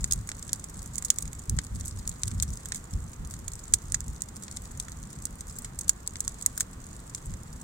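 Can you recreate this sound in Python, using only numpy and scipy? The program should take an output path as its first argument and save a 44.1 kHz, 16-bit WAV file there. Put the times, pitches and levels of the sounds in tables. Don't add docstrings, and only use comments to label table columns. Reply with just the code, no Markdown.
import sys
import numpy as np
from scipy import signal
from scipy.fft import rfft, irfft, next_fast_len
from scipy.io import wavfile
from scipy.ndimage import uniform_filter1d

SR = 44100
rng = np.random.default_rng(int(sys.argv[2]) if len(sys.argv) > 2 else 0)


def to_wav(s):
    ch = np.atleast_2d(s).T
    pcm = np.round(np.clip(ch, -1, 1) * 32767)
    wavfile.write(sys.argv[1], SR, pcm.astype(np.int16))


N = 336483

# start_s, hold_s, level_db
WIND_PUFFS = [(.01, 0.035, -31.5), (0.112, 0.098, -35.5), (0.454, 0.082, -43), (0.764, 0.044, -41.5),
              (1.234, 0.055, -39), (1.501, 0.073, -27.5), (1.726, 0.044, -30), (1.81, 0.046, -35.5),
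              (1.927, 0.074, -35.5), (2.071, 0.037, -34.5), (2.251, 0.028, -32), (2.325, .11, -31),
              (2.48, 0.035, -32.5), (2.934, 0.045, -30.5), (3.014, 0.044, -37.5), (3.2, 0.03, -33),
              (3.293, 0.27, -42), (3.716, 0.023, -34), (3.86, .17, -40.5), (4.077, 0.043, -35),
              (4.92, 0.14, -46), (7.283, 0.048, -34), (7.544, 0.018, -41)]
# frequency_hz, density_db_per_hz
BUFFET_SPECTRUM = [(9, -42), (18, -9), (38, 1), (75, 0), (115, -4.5), (220, -19), (370, -37), (900, -61.5)]
# frequency_hz, density_db_per_hz
RUMBLE_SPECTRUM = [(12, -14), (22, -3), (53, 4), (100, -0.5), (145, -2.5), (210, -5.5), (260, -11),
                   (320, -22.5), (500, -45), (1200, -56)]
# frequency_hz, left_db_per_hz, right_db_per_hz
RUSH_SPECTRUM = [(101, -27, -22), (289, -0.5, 7.5), (470, 1.5, 0), (670, -1.5, -9.5), (1160, -2, 1),
                 (2040, -19, -6), (2290, -14.5, -13.5), (2650, -15, -12.5), (5160, -26, -18),
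                 (16000, -24, -23)]
# time_s, level_db
BURN_LEVEL = [(0.0, -53), (0.1, -56), (1.17, -54), (1.32, -57), (2.68, -54), (3.06, -58), (3.74, -55),
              (4.25, -59), (4.57, -54), (5.33, -58), (5.52, -55), (5.91, -59), (6.14, -59), (6.27, -54),
              (6.42, -53), (6.76, -58), (7.18, -56), (7.63, -58)]
# start_s, pitch_hz, peak_db
LIMB_KNOCKS = [(0.1221, 5300, -16), (.2903, 2080, -24), (1.1032, 3040, -21), (1.1847, 2220, -40),
               (1.5874, 1350, -28.5), (2.7199, 1830, -26), (3.7365, 1580, -31.5), (3.944, 1800, -28),
               (5.8941, 1600, -29), (6.277, 1260, -35), (6.4621, 2080, -25.5), (6.5767, 1550, -32),
               (6.607, 1700, -25.5)]
# start_s, energy_db (over 1 ms), lowest_note_hz, treble_slope_db_per_octave,
# left_minus_right_db, length_ms (the fibre decay time is proportional to it)
BRANCH_SPLITS = [(0.0426, -14.5, 6950, -9.5, -3.5, 0.98), (0.1107, -18, 4000, -3, -1, 2.1),
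                 (0.1228, -11, 5940, -3, -8, 0.71), (0.1337, -15, 4300, 0.5, -3, 1.2),
                 (0.2904, -23.5, 6900, -6.5, -3, 1.5), (.3168, -25.5, 5140, -13, -5, 0.9),
                 (.4261, -27, 4700, -5, -2, 2.4), (.4926, -28.5, 4700, -11, -1, 1.8),
                 (0.5314, -13, 6900, -5, -3, .5), (0.6416, -26, 6900, -6, -5, 1),
                 (0.9561, -23, 5100, 0, -10, 0.89), (0.9815, -17.5, 7500, -6, -10, 1.2),
                 (1.024, -25, 900, 0.5, -6, 1), (1.048, -16.5, 7500, -5, -3.5, 4.7),
                 (1.1031, -5, 4730, -4, -5, 0.72), (1.1856, -16.5, 2740, 2, -3.5, 0.94),
                 (1.2236, -22.5, 6400, -4, -5, 1.4), (1.2776, -30.5, 6900, -10, -9, 1.6),
                 (1.331, -29, 2100, 0, -9, 0.67), (1.4963, -17, 4280, 0, -3, 0.52),
                 (1.5885, -16.5, 4900, -12.5, 1.5, 0.85), (1.8096, -28, 7500, -11.5, -7, 1.1),
                 (1.8571, -26.5, 7500, -1, -1, 1.4), (1.8804, -24, 6400, 1, -7, 1.9),
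                 (2.0762, -19, 7500, -4, -1, 0.74), (2.093, -22, 7500, -1, -1, 1.5),
                 (2.2343, -16, 4700, -8, -1, 0.59), (2.2792, -21.5, 3200, -.5, -2.5, 1.2),
                 (2.3144, -30, 5500, -11, -2, 1.2), (2.4001, -20.5, 3770, -7, 4, 0.68),
                 (2.4244, -13, 1200, 4.5, -7, 1.8), (2.431, -21, 1990, 0.5, 10, 1.9),
                 (2.657, -25.5, 900, .5, -7, 1.2), (2.7211, -20, 4300, -11.5, -5, 1.2),
                 (2.7459, -24, 1600, 0.5, -4, 2.4), (2.7576, -24, 3400, -1, -4, 9.3),
                 (3.3085, -29.5, 1600, 3, -1, 7), (3.3389, -30, 1800, -1.5, -2, 0.64),
                 (3.4802, -21.5, 2800, -0.5, -8, 1.5), (3.5349, -28.5, 7500, -6, -2, 1.3),
                 (3.7373, -3.5, 5960, -4.5, -3, 1.8), (3.9215, -18, 6900, -7, -8, 0.65),
                 (3.944, -11, 5940, -10.5, -7, 1.8), (4.0056, -24.5, 5100, -4, -7, 0.43),
                 (4.22, -18.5, 7000, -5, -8, 0.6), (4.4346, -29, 3400, 0, -4, 3.4),
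                 (4.481, -32.5, 3700, -11.5, 0, 1.4), (4.5699, -24.5, 6900, -9.5, 2, 0.98),
                 (4.7995, -19.5, 5500, -5.5, 3, 0.92), (4.8829, -31.5, 1200, -4.5, -4, 2.3),
                 (5.2537, -18, 7500, -4, -4, 1.2), (5.4084, -25.5, 7500, -6, 0, 1),
                 (5.5862, -22.5, 900, 11, -2, 2.1), (5.6455, -24.5, 2100, -4, -1, 6.3),
                 (5.7894, -20.5, 7500, -4, -7, 1.5), (5.8099, -23, 5100, -2.5, -3, 3.1),
                 (5.8806, -24, 2300, 3, 4, 2.6), (5.8933, -4.5, 5700, -5, -5, 1.33),
                 (6.0757, -18, 3770, 1.5, 0, 0.41), (6.1569, -28, 4300, -11.5, 2, 1.1),
                 (6.2052, -15.5, 7500, -5.5, -5, 0.58), (6.279, -16, 6400, -8.5, -4, 0.44),
                 (6.4238, -24, 7500, -7, -6, 1.6), (6.4619, -7.5, 7550, -4, -7.5, 0.72),
                 (6.5772, -19.5, 3400, 6, 0, 1.7), (6.5995, -25, 3400, 2, 6, 3.3),
                 (6.6066, -11.5, 2100, 1, -3, 2.3), (7.1484, -21.5, 7000, -8.5, -2.5, 1.3),
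                 (7.3386, -31, 7600, -13.5, -12, 0.92)]
# frequency_hz, left_db, right_db
PORT_COLOUR = [(724, -10.5, -27.5), (1260, -17.5, -8.5), (2100, -15, -5), (2075, -18, -4),
               (2850, -18.5, -18.5), (3440, -9.5, -14.5), (4930, -9, -14), (6130, -6.5, -6.5),
               (6530, -7, 2), (7890, 1, 2.5), (9550, -7, -9), (10330, -13.5, -11.5), (13000, -20, -17),
               (16200, -24.5, -17)]

PORT_LAG_MS = 0.1904
TOP_HZ = 15900
GUST_ATTACK_S, GUST_RELEASE_S = 0.021, 0.027
BREEZE_DB, BREEZE_SWAY_DB = -54.5, 2
FLAME_DB = -44.5
FLAME_SWELL_DB, FLAME_SWELL_RATE = 0.26, 2.06
HALF_LEFT_RIGHT = np.array([[0.5], [-0.5]])


def undb(db):
    return 10 ** (np.asarray(db) / 20)


def level(x, db):
    return x * undb(db) / np.sqrt(np.mean(x ** 2))


def curve(table, axis):
    rows = np.array(table, float)
    return np.interp(np.arange(N) / SR, rows[:, 0], rows[:, axis])


def shape(table, hz, axis=1):
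    rows = np.array(table, float)
    return np.interp(np.log(hz + 1), np.log(rows[:, 0]), rows[:, axis])


def ports(hz):
    return np.array([shape(PORT_COLOUR, hz, axis=1), shape(PORT_COLOUR, hz, axis=2)])


def causal(db):
    cepstrum = irfft(np.log(undb(db)))
    half = cepstrum.shape[-1] // 2
    cepstrum[..., 1:half] *= 2
    cepstrum[..., half + 1:] = 0
    return np.exp(rfft(cepstrum))


def delay(hz, lag_ms):
    return np.exp(-2j * np.pi * hz * lag_ms / 1000)


def noise(colour, likeness, lag_ms=PORT_LAG_MS):
    size = next_fast_len(N, real=True)
    hz = np.fft.rfftfreq(size, 1 / SR)
    shared, left, right = rfft(rng.standard_normal((3, size)))
    c = np.clip(likeness, 0, 1)
    common = np.array([shared, shared * delay(hz, lag_ms)])
    pair = np.sqrt(c) * common + np.sqrt(1 - c) * np.array([left, right])
    return level(irfft(pair * undb(colour(hz)), size)[:, :N], 0)


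def walk(rate):
    hold = max(int(SR / rate), 2)
    steps = np.repeat(rng.standard_normal(N // hold + 1), hold)
    smooth = uniform_filter1d(uniform_filter1d(steps, hold), hold)
    return level(smooth[:N], 0)


def place(starts, sounds):
    size = sounds.shape[-1]
    out = np.zeros((2, N + size))
    first_samples = np.clip(starts * SR, 0, N - 1).astype(int)
    for i, sound in zip(first_samples, sounds):
        out[:, i:i + size] += sound
    return out[:, :N]


def airflow():
    t = np.arange(N) / SR
    strength = undb(BREEZE_DB + BREEZE_SWAY_DB * walk(3.82))
    for start, hold, db in WIND_PUFFS:
        rise = np.clip(1 + (t - start) / GUST_ATTACK_S, 0, 1)
        fall = np.exp(-np.maximum(t - start - hold, 0) / GUST_RELEASE_S)
        strength = np.maximum(strength, undb(db) * rise * fall)
    return strength


def wind(eddy_db=-12, eddy_growth=0.3, gust_db=-32):
    strength = airflow()
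    large = noise(lambda hz: shape(BUFFET_SPECTRUM, hz), 0.96)
    small = noise(lambda hz: shape(BUFFET_SPECTRUM, hz) - 10 * np.log10(1 + (170 / (hz + 1)) ** 4), 0.4)
    small_share = undb(eddy_db) * (strength / undb(gust_db)) ** eddy_growth
    return (large + small_share * small) * strength


def flames():
    swell_db = FLAME_SWELL_DB * walk(FLAME_SWELL_RATE)
    flap_db = 1.43 * walk(25)
    rumble = noise(lambda hz: shape(RUMBLE_SPECTRUM, hz), 1.0) * undb(FLAME_DB + swell_db + flap_db)

    def rush_colour(hz):
        return np.array([shape(RUSH_SPECTRUM, hz, axis=1), shape(RUSH_SPECTRUM, hz, axis=2)])

    rush = noise(rush_colour, 0.37, lag_ms=0.15)
    return rumble + rush * undb(-53.5 + 0.1 * walk(17) + 0.18 * swell_db)


def sap(burn_db, flicker_db=1.5, pan_db=1.5):
    steam = noise(lambda hz: ports(hz) - 1.8 * np.log2(1 + hz / 1000), 0.038)
    return steam * undb(burn_db + flicker_db * walk(170) + pan_db * HALF_LEFT_RIGHT)


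def splits(events, crack, scatter_db, scatter_ms, grain_db, ring_db,
           hand_ms=0.905, hand_gain=0.91, tear=1.67, size=1536):
    start, db, low_hz, slope, pan, length = np.array(events, float).T[:, :, None, None]
    ms = 1000 * np.arange(size) / SR
    hz = np.fft.rfftfreq(size, 1 / SR)
    chance = rng.standard_normal((len(events), 5, size))
    length = np.maximum(length, 0.3)

    fibres = chance[:, :1] * undb(grain_db * chance[:, 1:2]) * np.exp(-ms / (tear * length))
    fibres /= np.linalg.norm(fibres, axis=-1, keepdims=True)
    fibres[..., :1] += crack / length

    lag_factor = 1 + 0.178 * chance[:, 4, 1:2]
    direct = delay(hz, PORT_LAG_MS * lag_factor)
    bounce = delay(hz, hand_ms * lag_factor) * np.minimum(hz / 6000, 1)
    paths = np.stack([np.ones_like(direct), direct + hand_gain * bounce], axis=1)

    scatter_decay = np.exp(-ms / scatter_ms) + 0.12 * np.exp(-ms / 10)
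    scatter = chance[:, 2:4] * (1 - np.exp(-ms)) * scatter_decay
    scatter *= undb(scatter_db) / np.linalg.norm(scatter, axis=-1, keepdims=True)

    bass_loss = 10 * np.log10(1 + (low_hz / (hz + 100)) ** 5)
    wood = slope * np.log2((hz + 100) / low_hz) - bass_loss
    ring_hz = 6200 * 2 ** (0.47 * chance[:, 4:, :1])
    wood = wood + ring_db / (1 + ((hz - ring_hz) / 450) ** 2)

    response = causal(np.maximum(wood, -60) + ports(hz))
    sounds = irfft((rfft(fibres) * paths + rfft(scatter)) * response)
    sounds *= undb(pan * HALF_LEFT_RIGHT) / np.linalg.norm(sounds, axis=-1, keepdims=True)
    energy = np.sum(sounds ** 2, axis=(1, 2), keepdims=True) * ms[1] / 2
    return place(start.ravel(), sounds * undb(db) / np.sqrt(energy))


def twigs(burn_db, top_db=-30, range_db=18, vigour=0.62, crowding=0.83, bunching_db=1.28, count=660):
    when, faint, note, tilt, side, length = rng.random((count, 6)).T
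    brisk = np.cumsum(undb(crowding * burn_db + bunching_db * walk(25)))
    at = np.searchsorted(brisk, when * brisk[-1])
    db = top_db - range_db * np.sqrt(faint) + vigour * (burn_db[at] - np.mean(burn_db))
    low_hz = 7000 - 5800 * note ** 2
    slope = 4.5 - 11 * tilt
    pan_db = 10 * side - 7
    length_ms = 0.5 + 1.7 * length
    events = np.transpose([at / SR, db, low_hz, slope, pan_db, length_ms])
    return splits(events, crack=1.22, scatter_db=-2.5, scatter_ms=2.9, grain_db=7.0, ring_db=7.5, size=1024)


def limbs(decay_ms=1.0, rattle_db=-26, rattle_ms=3.7, size=1024):
    start, hz, db = np.array(LIMB_KNOCKS, float).T[:, :, None, None]
    ms = 1000 * np.arange(size) / SR
    late = np.maximum(ms - np.array([[0], [PORT_LAG_MS]]), 0)
    mode = np.sin(2 * np.pi * hz * late / 1000) * np.exp(-late / decay_ms)
    push = undb(rattle_db) * rng.standard_normal((len(LIMB_KNOCKS), 2, size)) * np.exp(-ms / rattle_ms)
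    push[..., 0] += 1
    knocks = signal.fftconvolve(mode, push, axes=-1)[..., :size]
    highpass = signal.butter(3, 1000, "high", fs=SR, output="sos")
    sounds = signal.sosfilt(highpass, knocks)
    return place(start.ravel(), sounds * undb(db) / np.abs(sounds).max(axis=-1, keepdims=True))


def branches():
    return splits(BRANCH_SPLITS, crack=1.57, scatter_db=1.0, scatter_ms=2.4, grain_db=1.5, ring_db=0.5)


def scene():
    burn_db = curve(BURN_LEVEL, axis=1)
    background = wind() + flames()
    return background + sap(burn_db) + twigs(burn_db) + limbs() + branches()


def record(dry):
    lowpass = signal.ellip(10, 0.2, 70, TOP_HZ, fs=SR, output="sos")
    return signal.sosfilt(lowpass, np.clip(dry, -1, 1))


dry = scene()
out = record(dry)
to_wav(out)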